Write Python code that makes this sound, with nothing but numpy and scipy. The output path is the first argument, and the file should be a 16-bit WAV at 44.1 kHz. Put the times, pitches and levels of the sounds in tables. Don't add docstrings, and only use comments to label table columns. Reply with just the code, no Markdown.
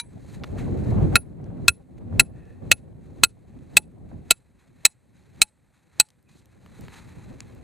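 import sys
import numpy as np
from scipy import signal
from scipy.fft import rfft, irfft
from scipy.io import wavfile

SR = 44100
rng = np.random.default_rng(int(sys.argv[2]) if len(sys.argv) > 2 else 0)


def dump(signal):
    limited = np.clip(np.atleast_2d(signal).T, -1, 1)
    pcm = np.round(limited * 32767).astype(np.int16)
    wavfile.write(sys.argv[1], SR, pcm)


def boost_factor(decibels):
    exponent = np.asarray(decibels, float) / 20
    return 10 ** exponent


N = 336483

# start_s, crack_db, thud_db, middle_modes_db, top_modes_db
BLOWS = [
    (1.1555, 3, -23.5, -22, -9.5),
    (1.6811, 3.5, -36.5, -16, -2),
    (2.1959, 6, -31, -13, 0.5),
    (2.7147, 5, -24.5, -10.5, 0.5),
    (3.2348, 5, -32, -12, 0.5),
    (3.7686, 5, -20.5, -12.5, 0),
    (4.3073, 7, -21.5, -10, 0.4),
    (4.8515, 6, -34, -8, 1),
    (5.4167, 5, -26.5, -9, 0),
    (5.9988, 5, -33, -10.5, -1),
]
# pitch_hz, level_db, t60_s
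STAKE_MODES = [(45, -15, .15), (480, -5, .035), (640, -3, .035), (750, 2, .035), (850, 2, .14),
               (1398, 0, .055), (1620, -13, .035), (1950, -15, .03), (2160, -14, .025), (2400, -14, .025),
               (2590, 0, .048), (3110, -19, .025), (3960, -5, .04), (4090, -4, .04), (4250, -6, .04),
               (4720, -12, .022), (5270, -13, .022), (6350, -1, .022), (6980, -3, .022), (7500, -7, .03),
               (8040, -2, .045), (8230, -8, .04), (8800, -14, .025), (9600, -8, .028), (10200, -10, .025),
               (10860, -1, .06), (12400, -16, .018), (13930, -7, .028), (14500, -9, .035)]
# pitch_hz, level_db, t60_s
HEAD_MODES = [(10540, 0, .11), (10720, -10, .14), (10880, -25, .24), (10380, -15, .11), (8100, -46, .35)]
# pitch_hz, level_db, t60_s
FADING_TAP = [(950, -17.5, 0.12), (1460, 0.5, 0.0078), (2360, -11.5, 0.079), (3937, 2, 0.045),
              (6100, -12, 0.052), (8120, -4, 0.02), (10400, -6.5, 0.083), (10440, -16.5, 0.049),
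              (10500, -24, 0.22)]
# freq_hz, level_db_per_hz
CRACK_SPECTRUM = [(100, -29.5), (1110, -21), (1500, -13), (2600, -6), (3200, -14), (4100, -7), (5200, -14),
                  (6900, -8.5), (10600, -14), (12000, -22.5), (15000, -21), (16300, -40)]
# delay_s, level_db
REBOUNDS = [
    (.0012, -8),
    (.0031, -9),
    (.0088, -16),
    (.0097, -12),
    (.0112, -18),
]
# delay_s, level_db, smear_s
ECHOES = [
    (.03, -71, .004),
    (.06, -61, .011),
]
# freq_hz, first_blow_db, last_blow_db
SINKING = [(870, -39, -34.5), (10300, -21, -14.5)]
MAIN_HZ = [1398, 2590, 4090, 8040, 13930]
VOICING = [(-4, -2, -7, -22.5, -20.5), (-8, -1.5, -6, -4, -21), (-10, 0, -4, -6, -15.5),
           (-12.5, -1, -8, -5.5, -15), (-10, -4.5, -3, -3, -9), (-18, -3, -4.5, -2, -11),
           (-15, -1.5, -5.5, -2, -8), (-21.5, -3, -3.5, -1, -9), (-22.5, -4, -3, -3, -11),
           (-23.5, -7, -1, -0.5, -7)]
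# start_s, peak_db, pitch_hz, length_s
TICKS = [(0.4366, -23.5, 1500, 0.0024), (.4414, -24, 1500, 0.0027), (.5836, -37, 1930, 0.003),
         (1.264, -57.5, 7550, .0006), (1.416, -55.5, 7500, .0006), (1.984, -53, 4000, .001),
         (3.59, -53.5, 2500, .001), (6.29, -56, 3000, .002), (1.4424, -44.5, 3020, .001),
         (2.4544, -54, 3490, 0.0017), (3.7429, -48, 4070, 0.0011), (5.1674, -58.5, 2990, 0.0011),
         (5.2374, -53, 3960, 0.0011), (5.3614, -56.5, 5960, 0.0012), (6.0874, -48, 4060, 0.0026),
         (6.1034, -47, 3970, 0.0025), (6.2274, -55, 6000, 0.00091), (6.4174, -53, 2500, .001),
         (6.4574, -42, 8820, 0.00088), (6.6618, -39, 1000, 0.0018), (6.8094, -35.5, 10970, 0.0019),
         (6.8654, -58.5, 6930, 0.0011), (6.8828, -29, 1250, 0.0014), (6.9406, -39, 2148, 0.0034),
         (7.3292, -49, 2210, 0.00105), (7.4051, -21.5, 3280, 0.00098), (7.5494, -45, 10500, 0.0028)]
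# peak_s, level_db, rise_s, fall_s,
# pitch_hz
SCRAPES = [
    (2.37, -68, .02, .1, 1780),
    (2.5, -66, .08, .08, 1780),
    (2.4, -72, .04, .2, 2600),
    (6.285, -69, .012, .07, 2520),
    (.85, -60, .05, .1, 1790),
    (.062, -66, .02, .04, 8050),
]
# peak_s, level_db, brightness_db, rise_s, fall_s
MOVES = [(.346, -60.5, 1, 0.14, 0.032), (.46, -64.5, -1.5, 0.011, 0.11), (.59, -47.5, -7.5, 0.011, 0.049),
         (.85, -58, -4, 0.15, 0.21), (1.03, -55.5, -8.5, 0.025, .05), (1.14, -51, -11, 0.0078, .02),
         (1.47, -58.5, -11.5, 0.12, 0.11), (1.986, -54.5, -6, .015, 0.005), (2.12, -59, -14, 0.059, .1),
         (2.36, -53, -7, .02, 0.078), (2.51, -56, -6, .06, .05), (3.058, -62.5, -2, 0.047, .15),
         (3.49, -58.5, -5, 0.031, .2), (3.73, -63, -1, 0.028, 0.029), (4.11, -60, -4.5, .03, 0.065),
         (4.594, -54, -4.5, 0.0052, 0.064), (5.172, -58, -3, 0.0297, .1), (5.36, -65, -3.5, .03, 0.029),
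         (5.742, -59, -3, 0.0054, 0.057), (6.292, -55.5, -1, .004, .06), (6.32, -60, 6, .015, .012),
         (6.37, -60, 4, .012, .03), (6.398, -65, 13.5, 0.038, .005), (6.83, -60, -3, .2, .06),
         (6.935, -52, -4, 0.022, 0.076), (7.1, -63.5, -5, 0.13, 0.6)]
# freq_hz, level_db_per_hz
CLOTH_LOW = [(470, -32), (800, -1), (1230, -5.5), (1690, -3.5), (1820, -3), (2650, -7), (2890, -18),
             (3500, -15), (4550, -42.5), (7700, -120)]
# freq_hz, level_db_per_hz
CLOTH_HIGH = [(1760, -32.5), (3000, -10.5), (3600, -8), (3950, 2.5), (5040, -12), (5730, -11), (6460, -4.5),
              (7650, -8), (8350, -7), (9750, -12), (13700, -18), (14600, -24), (15000, -46)]
# freq_hz, level_db_per_hz
HISS = [(290, -30), (500, 2.5), (1080, -9.5), (1830, -7.5), (3060, -19), (4100, -17), (5740, -26.5),
        (8130, -11.5), (11200, -19), (14000, -20)]
# time_s, level_db
BREEZE = [(0, -44), (.47, -38), (.67, -26), (1.1, -27.5), (1.55, -24.5), (1.85, -38), (2.19, -21),
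          (2.56, -37.5), (2.88, -30), (3.15, -34.5), (3.6, -38.5), (4.15, -28.5), (4.29, -43.5), (4.8, -50),
          (5.2, -46.5), (5.92, -57.5), (6.1, -50.5), (7.63, -49)]
# peak_s, level_db, rise_s, fall_s
GUSTS = [(0.175, -35, 0.034, 0.0091), (1.031, -18.5, 0.081, 0.043), (1.148, -21, 0.017, 0.015),
         (1.81, -29, .03, 0.01), (2.63, -25.5, .02, 0.085), (3.22, -32, .03, .03), (3.57, -33, .05, 0.013),
         (5.4, -45.5, 0.081, 0.035), (6.358, -37.5, .006, 0.0061), (6.8, -42, .01, 0.092),
         (7.178, -42.5, 0.017, 0.029), (7.324, -38, 0.053, 0.035), (7.63, -44.5, .08, .05)]
# start_s, peak_db, pitch_hz
BUFFETS = [(0.401, -39, 247), (0.857, -24, 244), (0.887, -35.5, 229.6), (0.979, -21.5, 238),
           (1.126, -19.5, 250), (1.502, -35, 244), (2.125, -30.5, 248), (2.311, -47, 251.4),
           (2.579, -51, 251.4), (2.621, -36, 241), (4.114, -34, 246), (6.354, -51, 252)]
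# freq_hz, level_db_per_hz
RUMBLE = [(12, -42), (20, -16), (48, -3.5), (70, 1.5), (123, 1.5), (242, -5), (348, -11), (398, -16.5),
          (500, -24), (650, -46.5), (1100, -120)]
# freq_hz, level_db_per_hz
EDGE = [(200, -26.5), (320, 1), (600, 2), (1000, -18.5), (1600, -27), (2500, -39)]
# freq_hz, correlation
LIKENESS = [(60, 0.21), (130, 0.37), (290, 0.025), (640, 0.044), (1410, 0.91), (3100, 0.48), (6820, 0.98),
            (15000, 0.95)]

HEAD_FIRST_DB, HEAD_LAST_DB = -51, -72
CLAW_GAIN_DB, GRIP_CURVE = 30, 0.83
RING_FIRST, RING_LAST = 0.9, 0.8
SHANK_HZ, SHANK_DB, SHANK_T60_S = 848, -38, 0.14
SHANK_BEST_DEPTH, SHANK_LOSS_DB = 0.86, 85
MAIN_REBOUND_SHARE = 0.5
CHATTER_DB = 1.0
DUCK_DB, DUCK_FALL_S = 16, 0.019
CLANG_DUCK_SHARE, HEAD_DUCK_SHARE = 0.55, 0.27
PULL_DB, TAP_PULL_DB, CLIMB_DB_PER_S = 20, 10.5, 24.5
PULL_LAG_S, PULL_TIME_S = 0.01, 0.037
SCRAPE_WIDTH_HZ = 170
STILL_DB, STILL_BRIGHT_DB = -67, -72.5
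SWING_DB, SWING_BRIGHT_DB, SWING_S, SETTLE_S = -57.5, -61, 0.073, 0.16
HISS_DB, AIR_CUT_HZ = -74.5, 14150
EDGE_AT_30_DB, EDGE_SLOPE = -41.5, 0.97
BLOW_SWELL_DB, BLOW_SWELL_S = -40, 0.012
TOP_CUT_HZ = 15900


def rms_one(x):
    return x / np.sqrt(np.mean(x ** 2) + 1e-20)


def at_hz(points, hz):
    points = np.array(points)
    return np.interp(np.log(hz), np.log(points[:, 0]), points[:, 1])


def bandpass(x, low_hz, high_hz, order=2):
    return signal.sosfilt(signal.butter(order, [low_hz, high_hz], "band", fs=SR, output="sos"), x)


def drift(rate_hz):
    r = np.exp(-80 * np.pi * rate_hz / SR)
    slow = signal.lfilter([1], [1, -2 * r, r * r], rng.standard_normal(N // 40 + 2002))[2000:]
    return np.interp(np.arange(N) / 40, np.arange(len(slow)), rms_one(slow))


def add(out, sound, start_s):
    i = round(start_s * SR)
    out[..., i:i + sound.shape[-1]] += sound[..., :out.shape[-1] - i]


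def modes(hz, db, t60_s, count):
    t = np.arange(count) / SR
    gains = boost_factor(db) * rng.choice([-1, 1], len(hz))
    decay = boost_factor(-60 * np.outer(1 / np.asarray(t60_s), t))
    return gains @ (np.sin(2 * np.pi * np.outer(hz, t)) * decay)


def coloured(spectrum, count):
    hz = np.arange(count // 2 + 1) * SR / count + 1
    return rms_one(irfft(rfft(rng.standard_normal(count)) * boost_factor(at_hz(spectrum, hz)), count))


def humps(peak_s, db, rise_s, fall_s):
    peak_s, db, rise_s, fall_s = [np.reshape(v, (-1, 1)) for v in (peak_s, db, rise_s, fall_s)]
    t = np.arange(0, N + 32, 32) / SR - peak_s
    span = np.maximum(np.where(t < 0, rise_s, fall_s), 1e-3)
    power = np.sum((boost_factor(db) * np.exp(-np.abs(t) / span)) ** 2, axis=0)
    return np.interp(np.arange(N), 32 * np.arange(len(power)), power)


def stake_ring(middle_db, thud_db, top_db, voicing_db, depth, count):
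    hz, db, t60_s = np.transpose(STAKE_MODES)
    share = [(640, thud_db + 3.5), (6500, middle_db), *zip(MAIN_HZ, voicing_db)]
    for f, first_db, last_db in SINKING:
        share.append((f, first_db + (last_db - first_db) * depth + top_db * (f > 7000)))
    main = np.isin(hz, MAIN_HZ)
    hz = hz * (1 + 0.004 * rng.standard_normal(len(hz)))
    db = db + at_hz(sorted(share), hz) + rng.normal(0, 1, len(hz))
    t60_s = t60_s * (RING_FIRST + (RING_LAST - RING_FIRST) * depth)
    return [modes(hz[k], db[k], t60_s[k], count) for k in (main, ~main)]


def shank_hum(depth, count):
    db = SHANK_DB - SHANK_LOSS_DB * abs(depth - SHANK_BEST_DEPTH)
    return modes([SHANK_HZ], [db], [SHANK_T60_S], count)


def impact_crack(force_db, count):
    t = np.arange(count) / SR
    dying = boost_factor(-60 * t / 0.01) + boost_factor(-15 - 60 * t / 0.044)
    return bandpass(coloured(CRACK_SPECTRUM, count) * boost_factor(force_db - 9.0) * dying, 600, 16000)


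def contact_train():
    contacts = np.zeros(SR // 50)
    contacts[0] = 1
    for delay_s, level_db in REBOUNDS:
        i = int(np.clip(delay_s * rng.uniform(0.91, 1.05) * SR, 1, len(contacts) - 1))
        contacts[i] = boost_factor(level_db + rng.normal(0, 0.67)) * rng.choice([-1, 1])
    return contacts


def head_ring(depth, wobble):
    hz, db, t60_s = np.transpose(HEAD_MODES)
    grip = depth ** GRIP_CURVE
    head_db = HEAD_FIRST_DB + (HEAD_LAST_DB - HEAD_FIRST_DB) * grip
    claw_db = CLAW_GAIN_DB * grip * (hz == hz.min())
    ring = modes(hz, db + head_db + 30.5 + claw_db, t60_s, len(wobble))
    t = np.arange(len(wobble)) / SR
    return ring * boost_factor(4 * wobble * np.minimum(t / 0.05, 1))


def blow(force_db, thud_db, middle_db, top_db, voicing_db, depth):
    count = SR // 4
    t = np.arange(count) / SR
    clang, ringing = stake_ring(middle_db, thud_db, top_db, voicing_db, depth, count)
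    shank = shank_hum(depth, count)
    crack = impact_crack(force_db, count)
    contacts = contact_train()
    wobble = coloured([(20, -0.5), (120, -6.0), (300, -37.0)], count)
    head = head_ring(depth, wobble)
    duck = boost_factor(-DUCK_DB * (1 - np.exp(-(t / DUCK_FALL_S) ** 3)))
    struck = signal.fftconvolve(ringing + crack + MAIN_REBOUND_SHARE * clang, contacts)[:count]
    out = struck * boost_factor(CHATTER_DB * wobble) * duck
    out += (1 - MAIN_REBOUND_SHARE) * clang * duck ** CLANG_DUCK_SHARE
    return out + (head + shank) * duck ** HEAD_DUCK_SHARE


def hammering():
    out = np.zeros(N)
    t = np.arange(SR // 200) / SR
    for depth, (start_s, *levels), voicing_db in zip(np.linspace(0, 1, len(BLOWS)), BLOWS, VOICING):
        add(out, blow(*levels, voicing_db, depth), start_s + 0.00054)
        run_up = coloured([(300, -28.5), (2500, 2), (9000, -4.5), (15000, -10.5)], len(t))
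        add(out, run_up * boost_factor(-52 + 34 * t / t[-1]), start_s + 0.0005 - t[-1])
    hz, db, t60_s = np.transpose(FADING_TAP)
    add(out, modes(hz, db - 26.5, np.minimum(t60_s, 0.3), SR // 4), 0)
    count = len(t) * 4
    add(out, coloured(CRACK_SPECTRUM, count) * boost_factor(-32.0 - 1500 * np.arange(count) / SR), 0)
    return out


def field(x):
    answer = np.zeros((2, SR // 8))
    t = np.arange(SR // 8) / SR
    spectrum = [(500, -5.0), (3000, -5.0), (8500, 0.5), (11000, 1.5), (12000, -11.5), (15000, -30.5)]
    for delay_s, level_db, smear_s in ECHOES:
        hump = np.exp(-0.5 * ((t - delay_s) / smear_s) ** 2)
        answer += boost_factor(level_db) * coloured(spectrum, len(t)) * hump / np.sqrt(smear_s * SR)
    near = bandpass(rng.standard_normal(len(t)) * boost_factor(-60 * t / 0.019), 1500, 2800, order=5)
    answer += boost_factor(-33.5) * near * [[1], [-1]]
    return signal.fftconvolve(x[None], answer, axes=1)[:, :N]


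def ticks():
    out = np.zeros(N)
    t = np.arange(SR // 20) / SR
    for start_s, peak_db, hz, length_s in TICKS:
        spray = rng.standard_normal(len(t)) * np.exp(-t / max(length_s, 1e-4))
        spray[0] = 4.7
        snap = bandpass(spray, hz / 3.8, min(hz * 2.4, 0.45 * SR)) + boost_factor(-20.5) * spray
        add(out, boost_factor(peak_db - 1.5) * snap / np.abs(snap).max(), start_s)
    return signal.sosfilt(signal.butter(8, 14300, fs=SR, output="sos"), out + 1e-18)


def scrapes():
    out = np.zeros(N)
    for peak_s, db, rise_s, fall_s, hz in SCRAPES:
        rub = bandpass(rng.standard_normal(N), hz - SCRAPE_WIDTH_HZ / 2, hz + SCRAPE_WIDTH_HZ / 2)
        out += np.sqrt(humps(peak_s, db, rise_s, fall_s)) * rms_one(rub)
    return out


def recorder_gain():
    t, down_db = np.arange(N) / SR, np.zeros(N)
    for start_s, pull_db in [(-0.044, TAP_PULL_DB)] + [(row[0], PULL_DB) for row in BLOWS]:
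        since_s = t - start_s - PULL_LAG_S
        grip = np.clip(since_s / PULL_TIME_S, 0, 1)
        down_db = np.maximum(down_db, grip * (pull_db - CLIMB_DB_PER_S * since_s))
    return boost_factor(-down_db)


def clothing():
    peak_s, db, bright_db, rise_s, fall_s = np.transpose(MOVES)
    swing = humps([row[0] for row in BLOWS], 0, SWING_S, SETTLE_S)
    gain = recorder_gain()
    dull = humps(peak_s, db, rise_s, fall_s) + boost_factor(SWING_DB) ** 2 * swing + boost_factor(STILL_DB) ** 2
    bright = humps(peak_s, db + bright_db, rise_s, fall_s)
    bright = bright + boost_factor(SWING_BRIGHT_DB) ** 2 * swing + boost_factor(STILL_BRIGHT_DB) ** 2
    flicker_db = 1.3 * drift(30) + 1.4 * drift(80)
    low = coloured([(500, -54.5), *CLOTH_LOW], N)
    high = coloured([*CLOTH_HIGH, (17000, -73.0)], N)
    grains = rng.standard_normal(N) * (rng.random(N) < 10.0 / SR)
    crackle = boost_factor(11) * bandpass(grains + 1e-18, 3000, 13000)
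    low = gain * np.sqrt(dull) * boost_factor(1.5 + flicker_db) * low
    high = gain * np.sqrt(bright) * boost_factor(0.8 + flicker_db) * (high + crackle)
    air = low + high + boost_factor(HISS_DB - 3.5) * coloured(HISS, N)
    return signal.sosfilt(signal.cheby2(12, 50, AIR_CUT_HZ, fs=SR, output="sos"), air)


def gusty(spectrum, patchy_db, lumps_hz):
    out, together = 0, drift(lumps_hz)
    low_hz, high_hz = spectrum[0][0], spectrum[-1][0]
    edges = low_hz * 2 ** np.arange(0, np.log2(high_hz / low_hz) + 0.5, 0.5)
    white = rng.standard_normal((2, 2, N))
    for k, (low, high) in enumerate(zip(edges, edges[1:])):
        mid, side = bandpass(white[k % 2], low, high)
        hz = np.sqrt(low * high)
        alike = np.clip(at_hz(LIKENESS, hz), 0, 1)
        gain = boost_factor(at_hz(spectrum, hz) + patchy_db * drift(lumps_hz))
        out = out + gain * (np.sqrt(1 + alike) * mid + np.sqrt(1 - alike) * side * [[1], [-1]])
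    return rms_one(out) * boost_factor(patchy_db * together)


def buffet(peak_db, hz):
    t = np.arange(SR // 25) / SR
    spectrum = [(hz / 4, -12), (hz, 0), (hz * 3, -3), (hz * 8, -20), (hz * 20, -60)]
    puff = np.array([coloured(spectrum, len(t)) for port in range(2)])
    return boost_factor(peak_db - 8.0) * puff * np.minimum(t / 0.001, 1) * np.exp(-t / 0.0054)


def wind():
    time_s, breeze_db = np.transpose(BREEZE)
    breeze = boost_factor(np.interp(np.arange(N) / SR, time_s, breeze_db))
    rumble_db = 10 * np.log10(breeze ** 2 + humps(*np.transpose(GUSTS)))
    blow_swell = humps([row[0] for row in BLOWS], BLOW_SWELL_DB, BLOW_SWELL_S, BLOW_SWELL_S)
    edge_db = 10 * np.log10(boost_factor(EDGE_AT_30_DB + EDGE_SLOPE * (rumble_db + 30)) ** 2 + blow_swell)
    rumble = boost_factor(rumble_db) * gusty(RUMBLE, patchy_db=1.5, lumps_hz=16)
    edge = boost_factor(edge_db - 3.5) * gusty(EDGE, patchy_db=2.6, lumps_hz=30)
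    out = boost_factor([[2.1], [1.9]]) * recorder_gain() * (rumble + edge)
    for start_s, peak_db, hz in BUFFETS:
        add(out, buffet(peak_db, hz), start_s)
    return out


def scene():
    around = wind() + clothing() + scrapes()
    hits = hammering()
    return around + hits * boost_factor([[0.04], [-0.04]]) + field(hits) + ticks()


def roll_off(x):
    return signal.sosfilt(signal.butter(12, 16460, fs=SR, output="sos"), x)


def record(dry):
    clipped = np.clip(dry, -0.98, 0.98)
    mix = signal.sosfilt(signal.butter(2, 28, "high", fs=SR, output="sos"), clipped)
    mix = signal.sosfilt(signal.butter(12, TOP_CUT_HZ, fs=SR, output="sos"), mix)
    return roll_off(mix)


dry = scene()
out = record(dry)
dump(out)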